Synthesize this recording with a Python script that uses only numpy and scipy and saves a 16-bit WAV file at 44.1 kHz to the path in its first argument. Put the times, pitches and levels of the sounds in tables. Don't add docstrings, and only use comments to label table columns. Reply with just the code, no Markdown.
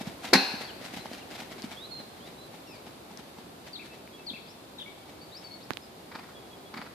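import sys
import numpy as np
from scipy import signal
from scipy.fft import rfft, irfft
from scipy.io import wavfile
from scipy.ndimage import uniform_filter1d

SR = 44100
rng = np.random.default_rng(int(sys.argv[2]) if len(sys.argv) > 2 else 0)


def inscribe(sig):
    pcm = np.round(np.clip(np.atleast_2d(sig).T, -1, 1) * 32767)
    wavfile.write(sys.argv[1], SR, pcm.astype(np.int16))


N = 306054

# (time [s], thud [dB], hollow knock [dB], sand [dB])
SINGLE_FOOTFALLS = [(0.009, -32, -36, -41.5), (0.071, -28, -43, -42.5), (0.244, -41, -32.5, -37.5),
                    (0.275, -48, -50, -42), (0.537, -33, -43, -48), (0.609, -43, -32.5, -40),
                    (0.813, -43, -37, -47.5), (0.85, -43, -52, -39), (0.936, -38, -43, -41.5),
                    (0.967, -36, -47, -41), (0.989, -40, -52, -50), (1.054, -45, -43, -47),
                    (1.113, -39, -43, -47), (1.135, -41, -48, -42), (1.18, -52, -57, -46.5),
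                    (1.31, -45, -42, -44), (1.35, -50, -48, -43), (1.395, -43, -39, -40),
                    (1.419, -43, -37.5, -50), (1.515, -41, -43, -44.5), (1.586, -46, -43, -47.5),
                    (1.64, -30, -48, -44.5), (1.715, -46, -50, -42), (3.19, -43, -54, -49),
                    (3.668, -54, -54, -48), (3.855, -52, -49, -49), (4.309, -39.5, -50, -58),
                    (4.334, -39.5, -51, -60), (6.764, -40, -53, -60), (6.79, -39, -53, -61)]
# (first beat [s], first to last beat [s], ground [dB], sand [dB])
CANTER_STRIDES = [(2.0, 0.27, -45.5, -50), (2.54, .33, -42.5, -50.5), (3.109, .276, -41.5, -54),
                  (3.668, .27, -49, -53), (4.19, .29, -51, -60), (4.79, .3, -47.5, -54),
                  (5.421, .29, -52, -53), (6.0, .29, -51, -60), (6.55, .287, -50, -63)]
# (share of the way from first to last beat, level [dB])
STRIDE_BEATS = [(0, 0), (0.62, -5), (1, 1)]
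# (frequency [Hz], level per Hz [dB])
SAND_SPECTRUM = [(260, -17), (450, -5.5), (774, 6), (1150, -5.5), (1370, -0.5), (1710, 1), (2290, 1.5),
                 (2500, -1), (3890, -1), (6220, -10), (13700, -19), (15000, -34)]
# (time of strongest nostril flap [s], its level [dB], opening flap level [dB])
SNORT_EVENTS = [(6.153, -37, -44), (6.7762, -34.7, -40)]
# (frequency [Hz], level per Hz [dB])
NOSE_SPECTRUM = [(90, -22), (220, 5), (450, -14), (900, 2), (1500, -0.5), (2350, -2.5), (2700, -12),
                 (3400, -12.5), (4700, -7.5), (5700, -22), (9000, -33)]
# (time [s], force [dB], contact time [s])
FENCE_BLOWS = [(0.328, -18, 0.00053), (0.331, -3, 0.00035), (0.334, -5.5, 0.000025),
               (0.337, -9.5, 0.000098), (0.343, -13, 0.00026), (0.354, -10.5, 0.000073),
               (0.3585, -22.5, 0.00012)]
# (frequency [Hz], level per Hz [dB])
CRACK_SPECTRUM = [(71, -28), (120, -26), (238, 1), (524, -8), (629, -14), (835, -2.5), (1180, -8.5),
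                  (1760, 0), (2540, -3), (2920, -15.5), (4290, 0.5), (6550, -13), (12800, -16.5),
                  (15000, -50)]
# (frequency [Hz], level [dB], 60 dB decay [s])
RAIL_MODES = [(196.7, -13.5, .17), (229, -15, .1), (269, -9, 0.21), (324, -24, 0.056), (380, -28, 0.34),
              (508, -15.5, 0.25)]
# (frequency [Hz], level [dB], 60 dB decay [s])
STEEL_MODES = [(764, -6, 0.3), (1523, -21, 0.93), (1680, -22, 1.1), (2385, -14, 0.35), (2632, -15, 0.54),
               (2783, -18, 0.44), (3682, -22, 0.67), (3919, -9, 0.16), (4124, -15, 0.46), (4194, 0, 0.5),
               (4301, -14, 0.53), (4447, -15, 0.8), (4737, -25, 0.81), (4915, -25, 0.64), (5346, -29, 0.63)]
# (frequency [Hz], level per Hz [dB])
MESH_SPECTRUM = [(150, -35), (270, -5), (600, -10), (780, -3), (1250, -12.5), (1600, -3.5), (2000, -17),
                 (2550, -2.5), (3200, -18), (4300, -1.5), (5200, -16.5), (6800, -24), (12000, -23),
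                 (15000, -36)]
# (time [s], level [dB], ring [Hz], decay to 1/e [s], left-right [dB])
CLICK_EVENTS = [(1.0576, -24.5, 848, 0.0015, -2), (1.1147, -28.5, 650, .001, -2),
                (1.6213, -29, 4930, 0.00035, 15), (1.628, -30, 4450, .0007, -2),
                (3.1743, -31.5, 5600, 0.0004, 17), (4.076, -37.5, 2220, .0007, 5),
                (5.7067, -14, 1230, 0.00014, -31.5), (5.7084, -27.5, 234, 0.0034, -14),
                (5.714, -35, 1600, 0.0012, -14), (5.7351, -26.5, 4270, 0.00032, -14),
                (5.7715, -18.5, 3040, 0.00023, -16)]
# (time [s], singer, shape, length [s], pitch [Hz], level [dB])
BIRD_SYLLABLES = [(0.635, "left", "level", .04, 4550, -50), (0.672, "left", "fall", 0.042, 3190, -50.5),
                  (0.975, "left", "lift", .06, 4050, -53.5), (1.194, "left", "fall", .045, 2860, -56),
                  (1.758, "right", "rise", .115, 3700, -48), (1.902, "right", "level", 0.12, 4210, -44.5),
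                  (2.198, "right", "rise", 0.096, 3480, -59), (2.37, "right", "lift", .1, 4000, -57),
                  (2.664, "far", "fall", 0.12, 5030, -57.5), (3.728, "near", "dive", .043, 4290, -42.5),
                  (3.788, "near", "arch", 0.043, 2420, -49), (4.263, "near", "dive", .047, 4220, -38.5),
                  (4.329, "near", "arch", .046, 2480, -47.5), (4.45, "left", "rise", 0.074, 4960, -59.5),
                  (4.781, "near", "fall", .026, 3560, -43.5), (4.806, "near", "arch", .027, 3250, -42.5),
                  (4.858, "near", "lift", .035, 2260, -49), (5.208, "left", "lift", 0.044, 4490, -55),
                  (5.312, "left", "sweep", .073, 4600, -49.5), (5.436, "left", "level", .047, 4516, -49.5),
                  (5.505, "left", "lift", .06, 4405, -49.5), (5.603, "left", "sweep", .044, 4600, -56.5),
                  (5.817, "left", "level", 0.039, 5130, -59)]
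SYLLABLE_SHAPES = {"dive": (4, (1.15, 1.05, .995, .89, .68)), "arch": (-2, (.8, 1.09, 1.03, .79)),
                   "rise": (3, (.83, .96, 1.045, 1.18)), "sweep": (8, (.76, .89, 1.04, 1.24)),
                   "fall": (2, (1.12, 1.05, .95, .85)), "level": (-3, (1.03, 1, .985, .958)),
                   "lift": (0, (.95, 1.005, 1.01, 1))}
BIRD_SINGERS = {"near": (5, -6, .00039, -30), "left": (5, -6, 0, -17), "right": (-4, -7, 0, -30),
                "far": (5, -6, 0, 1)}
# (time [s], pitch [Hz], level [dB])
BIRD_PIPS = [(3.895, 2630, -61), (4.12, 3340, -58), (4.17, 2640, -62), (6.34, 3350, -57.5),
             (6.5, 3340, -59.5), (6.635, 3350, -61)]
# (frequency [Hz], 60 dB decay [s])
TREE_DECAY = [(200, 0.22), (1500, 1.54), (4000, 1.03), (12000, 0.22)]
# (frequency [Hz], level per Hz [dB])
AIR_SPECTRUM = [(15, -68), (25, -42), (59, -10.5), (150, -5), (186, -3), (394, -3), (427, -5.5), (729, -6),
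                (1760, -17.5), (3350, -18.5), (3630, -16.5), (4870, -19.5), (5570, -25), (13800, -26.5),
                (15000, -37.5)]
# (time [s], level [dB])
AIR_LEVEL = [(0.0, -47), (0.23, -46.5), (3.77, -49.6), (6.94, -49.4)]
# (frequency [Hz], left-right likeness)
AIR_LIKENESS = [(60, 0.95), (150, 0.91), (380, 0.74), (950, -0.02), (2380, 0.079), (5980, -0.051),
                (15000, -0.033)]
# (frequency [Hz], left-right likeness)
NEAR_LIKENESS = [(200, 1), (900, 0.93), (2200, 0.44), (4000, 0.4), (12000, 0.05)]
# (frequency [Hz], left-right likeness)
FAR_LIKENESS = [(300, 0.9), (1200, 0.85), (5000, 0.73)]
# (frequency [Hz], left-right [dB])
STEREO_TILT = [(300, -0.5), (1500, -2), (2300, 4.5), (3400, 1.5), (4200, 2), (5500, 8.5), (8000, 1.5),
               (12000, -7)]

FAR_THUD_DB = -4
SCUFF_LAG_S, SCUFF_HALF_S = 0.0067, 0.0125
SPRAY_LAG_S, SPRAY_HALF_S, SPRAY_DB = 0.04, 0.035, -12
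FLAP_GAP_S, FLAP_HALF_S = 0.0342, 0.0066
FLAP_SLOWING, FLAP_FADE_DB = 1.15, -6
STEEL_DB = -19.8
EDGE_HZ = 15000


def hooves(thud_hz=225, thud_s=0.0024, thud_db=3, knock_hz=680, knock_s=0.0012, knock_db=1):
    out, t, steps = np.zeros((2, N)), clock(.08), footfalls()
    chances = rng.uniform(-0.97, 1, (len(steps), 2))
    for (s, low_db, high_db, _), (thud_chance, knock_chance) in zip(steps, chances):
        thud = low_db + thud_db, thud_hz * (1 + 0.24 * thud_chance), thud_s
        knock = high_db + knock_db, knock_hz * (1 + 0.27 * knock_chance), knock_s
        for db, hz, rise in (thud, knock):
            push = t / rise * np.exp(1 - t / rise)
            add(out, s, amp(db) * push * np.sin(2 * np.pi * hz * t))
    return out


def footfalls():
    steps = list(SINGLE_FOOTFALLS)
    for s, spread, ground_db, sand_db in CANTER_STRIDES:
        for share, db in STRIDE_BEATS:
            knock_db = ground_db + db
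            steps.append((s + share * spread, knock_db + FAR_THUD_DB, knock_db, sand_db + db))
    return steps


def sand(level_db=0):
    sizes = amp(3 * np.minimum(rng.exponential(1, (2, N)), 3.5)) * rng.choice([-1, 1], (2, N))
    grains = sizes * (rng.random((2, N)) < 2500 / SR)
    scuffs = [(s + SCUFF_LAG_S, db, SCUFF_HALF_S) for s, _, _, db in footfalls()]
    sprays = [(s + SPRAY_LAG_S, db + SPRAY_DB, SPRAY_HALF_S) for s, _, _, db in footfalls()]
    return amp(level_db) * swells(scuffs + sprays) * colour(grains, SAND_SPECTRUM, NEAR_LIKENESS)


def snorts(level_db=-1, body_db=-13):
    rows = [flap for snort in SNORT_EVENTS for flap in flutter(*snort)]
    flaps = swells(rows, rise=.45, fall=1.1)
    stream = amp(body_db) * uniform_filter1d(flaps, size=3000)
    rasp = evened(amp(3 * drift(N, .001)))
    return amp(level_db) * (flaps + stream) * rasp * hiss(NOSE_SPECTRUM, FAR_LIKENESS)


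def flutter(s, db, opening_db, count=4):
    flaps = [(s - FLAP_GAP_S, opening_db, FLAP_HALF_S)]
    for k in range(count):
        stretch = FLAP_SLOWING ** (k + 1)
        flaps.append((s, db + k * FLAP_FADE_DB, FLAP_HALF_S * stretch))
        s = s + FLAP_GAP_S * stretch
    return flaps


def fence(crack_db=-3.4, crack_t60=0.078, crack_side_db=0.5, rail_db=-2, steel_side_db=1,
          rattle_db=-36, rattle_t60=0.92, rattle_side_db=0.5):
    out, t = np.zeros((2, N)), clock(.8)
    rail = amp(rail_db) * ring(RAIL_MODES, t)
    for s, db, contact in FENCE_BLOWS:
        noise = hiss(CRACK_SPECTRUM, NEAR_LIKENESS, size=len(t))
        crack = amp(crack_db - 60 * t / crack_t60) * pan(crack_side_db) * noise
        soft = np.exp(-1 / (contact * SR))
        add(out, s, amp(db) * signal.lfilter([1 - soft], [1, -soft], crack + rail))
    sharpest = min(FENCE_BLOWS, key=lambda blow: blow[2])[0]
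    shaking = (1 - np.exp(-t / .018)) * np.cos(np.pi / 2 * t / t[-1])
    add(out, sharpest, amp(STEEL_DB) * pan(steel_side_db) * shaking * ring(STEEL_MODES, t))
    add(out, sharpest, amp(rattle_db) * pan(rattle_side_db) * mesh(t, rattle_t60))
    return out


def ring(modes, t):
    return sum(amp(db - 60 * t / t60) * np.sin(2 * np.pi * hz * t) for hz, db, t60 in modes)


def mesh(t, t60, count=170, buzz=1.0):
    hz = rng.uniform(250, 6500, count)
    decay = t60 * rng.uniform(0.78, 0.86, count)
    phase = rng.uniform(0, 2 * np.pi, (count, 2, 1))
    wires = sum(amp(-60 * t / d) * np.sin(2 * np.pi * f * t + p) for f, d, p in zip(hz, decay, phase))
    touching = buzz * amp(-60 * t / t60) * rng.standard_normal((2, len(t)))
    return colour(wires / np.sqrt(count) + touching, MESH_SPECTRUM, NEAR_LIKENESS)


def birds(waver=0.007, flutter_db=2):
    out, sent = np.zeros((2, 2, N))
    for s, singer, shape, length, pitch, db in BIRD_SYLLABLES:
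        side_db, echo_db, lag, under_db = BIRD_SINGERS[singer]
        swell_db, bends = SYLLABLE_SHAPES[shape]
        t = clock(length)
        curve = np.polyfit(np.linspace(0, 1, len(bends)), bends, len(bends) - 1)
        hz = pitch * np.polyval(curve, t / length)
        turns = np.cumsum(hz * (1 + waver * drift(len(t), 0.0057))) / SR
        turns = turns - np.outer([1, 0], hz * lag)
        effort_db = swell_db * t / length + flutter_db * drift(len(t), .006)
        effort = signal.windows.tukey(len(t), .3) * amp(effort_db)
        tone = np.sin(2 * np.pi * turns) + amp(under_db) * np.sin(np.pi * turns)
        whistle = amp(db) * evened(pan(side_db) * effort * tone)
        add(out, s, whistle)
        add(sent, s, amp(echo_db) * whistle)
    t = clock(.06)
    for s, hz, db in BIRD_PIPS:
        effort = np.sin(np.pi * t / t[-1]) * amp(3 * drift(len(t), .005))
        pip = amp(db) * evened(effort * np.sin(2 * np.pi * hz * t))
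        add(out, s, pip)
        add(sent, s, pip / 2)
    return out, sent


def clicks():
    out, t = np.zeros((2, N)), clock(.03)
    for s, db, hz, decay, side_db in CLICK_EVENTS:
        grit = np.clip(rng.standard_normal((2, len(t))), -1, 1) * .3 * min(hz / 4000, 1)
        add(out, s, amp(db) * pan(side_db) * np.exp(-t / decay) * (np.sin(2 * np.pi * hz * t) + grit))
    return out


def trees(x):
    taps = rng.standard_normal((2, SR)) * (rng.random((2, SR)) < 2000 / SR)
    hz, t, bands = signal.stft(taps, SR, nperseg=256)
    cluster = amp(10 * np.exp(-t / .04)) * (1 - np.exp(-t / .004))
    fading = amp(-60 * t / read(TREE_DECAY, hz)[:, None])
    tail = signal.istft(bands * cluster * fading, SR, nperseg=256)[1]
    return signal.fftconvolve(x, tail / np.linalg.norm(tail[0]), axes=1)[:, :N]


def air(level_db=1.0, flutter_db=0.5):
    level = np.interp(np.arange(N) / SR, *np.transpose(AIR_LEVEL))
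    wash = hiss(AIR_SPECTRUM, AIR_LIKENESS)
    hum = signal.sosfiltfilt(signal.butter(2, 1000, fs=SR, output="sos"), wash)
    unsteady = hum * amp(flutter_db * drift(N, 0.075))
    return amp(level + level_db) * (wash - hum + unsteady)


def amp(db):
    return 10 ** (np.asarray(db) / 20)


def evened(x):
    return x / np.sqrt(np.mean(x ** 2) + 1e-20)


def read(points, hz):
    f, value = np.transpose(points)
    return np.interp(np.log(hz + 1), np.log(f + 1), value)


def add(mix, s, sound):
    part = mix[:, max(round(s * SR), 0):][:, :sound.shape[-1]]
    part += sound[..., :part.shape[1]]


def pan(side_db):
    return amp(np.array([[side_db], [-side_db]]) / 2)


def clock(seconds):
    return np.arange(int(seconds * SR)) / SR


def colour(source, spectrum, likeness):
    size = source.shape[1]
    hz = np.fft.rfftfreq(size, 1 / SR)
    mid, side = rfft(source) * amp(read(spectrum, hz))
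    same = np.clip(read(likeness, hz), -1, 1)
    mid, side = mid * np.sqrt(1 + same), side * np.sqrt(1 - same)
    return evened(irfft(np.array([mid + side, mid - side]), size))


def hiss(spectrum, likeness, size=N):
    return colour(rng.standard_normal((2, size)), spectrum, likeness)


def swells(rows, rise=0.97, fall=0.93):
    t = np.arange(N) / SR
    power = np.zeros(N)
    for s, db, half in rows:
        near = slice(max(int((s - 12 * half) * SR), 0), int((s + 12 * half) * SR))
        u = (t[near] - s) / half
        power[near] += amp(2 * db) / (1 + (u / np.where(u < 0, rise, fall)) ** 2 / 2) ** 3
    return np.sqrt(power)


def drift(size, seconds):
    span = max(int(seconds * SR), 2)
    smooth = uniform_filter1d(rng.standard_normal(size), span, mode="wrap")
    return evened(uniform_filter1d(smooth, span, mode="wrap"))


def thin(x, corner_hz=140):
    return signal.sosfilt(signal.butter(3, corner_hz, "high", fs=SR, output="sos"), x)


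def tilted(x):
    half_db = read(STEREO_TILT, np.fft.rfftfreq(N, 1 / SR)) / 2
    return irfft(rfft(x) * amp(np.array([half_db, -half_db])), N)


def scene():
    horse = thin(hooves() + sand() + snorts(), corner_hz=120)
    clang = thin(fence(), corner_hz=173)
    song, song_echo = birds()
    echo = trees(amp(-10.5) * horse + amp(-14.5) * clang + song_echo)
    return tilted(horse + clang) + song + echo + thin(clicks(), corner_hz=120) + air()


def record(dry):
    edge = signal.firwin(401, EDGE_HZ, window=("kaiser", 8), fs=SR)
    return signal.oaconvolve(np.clip(dry, -1, 1), edge[None], "same")


dry = scene()
out = record(dry)
inscribe(out)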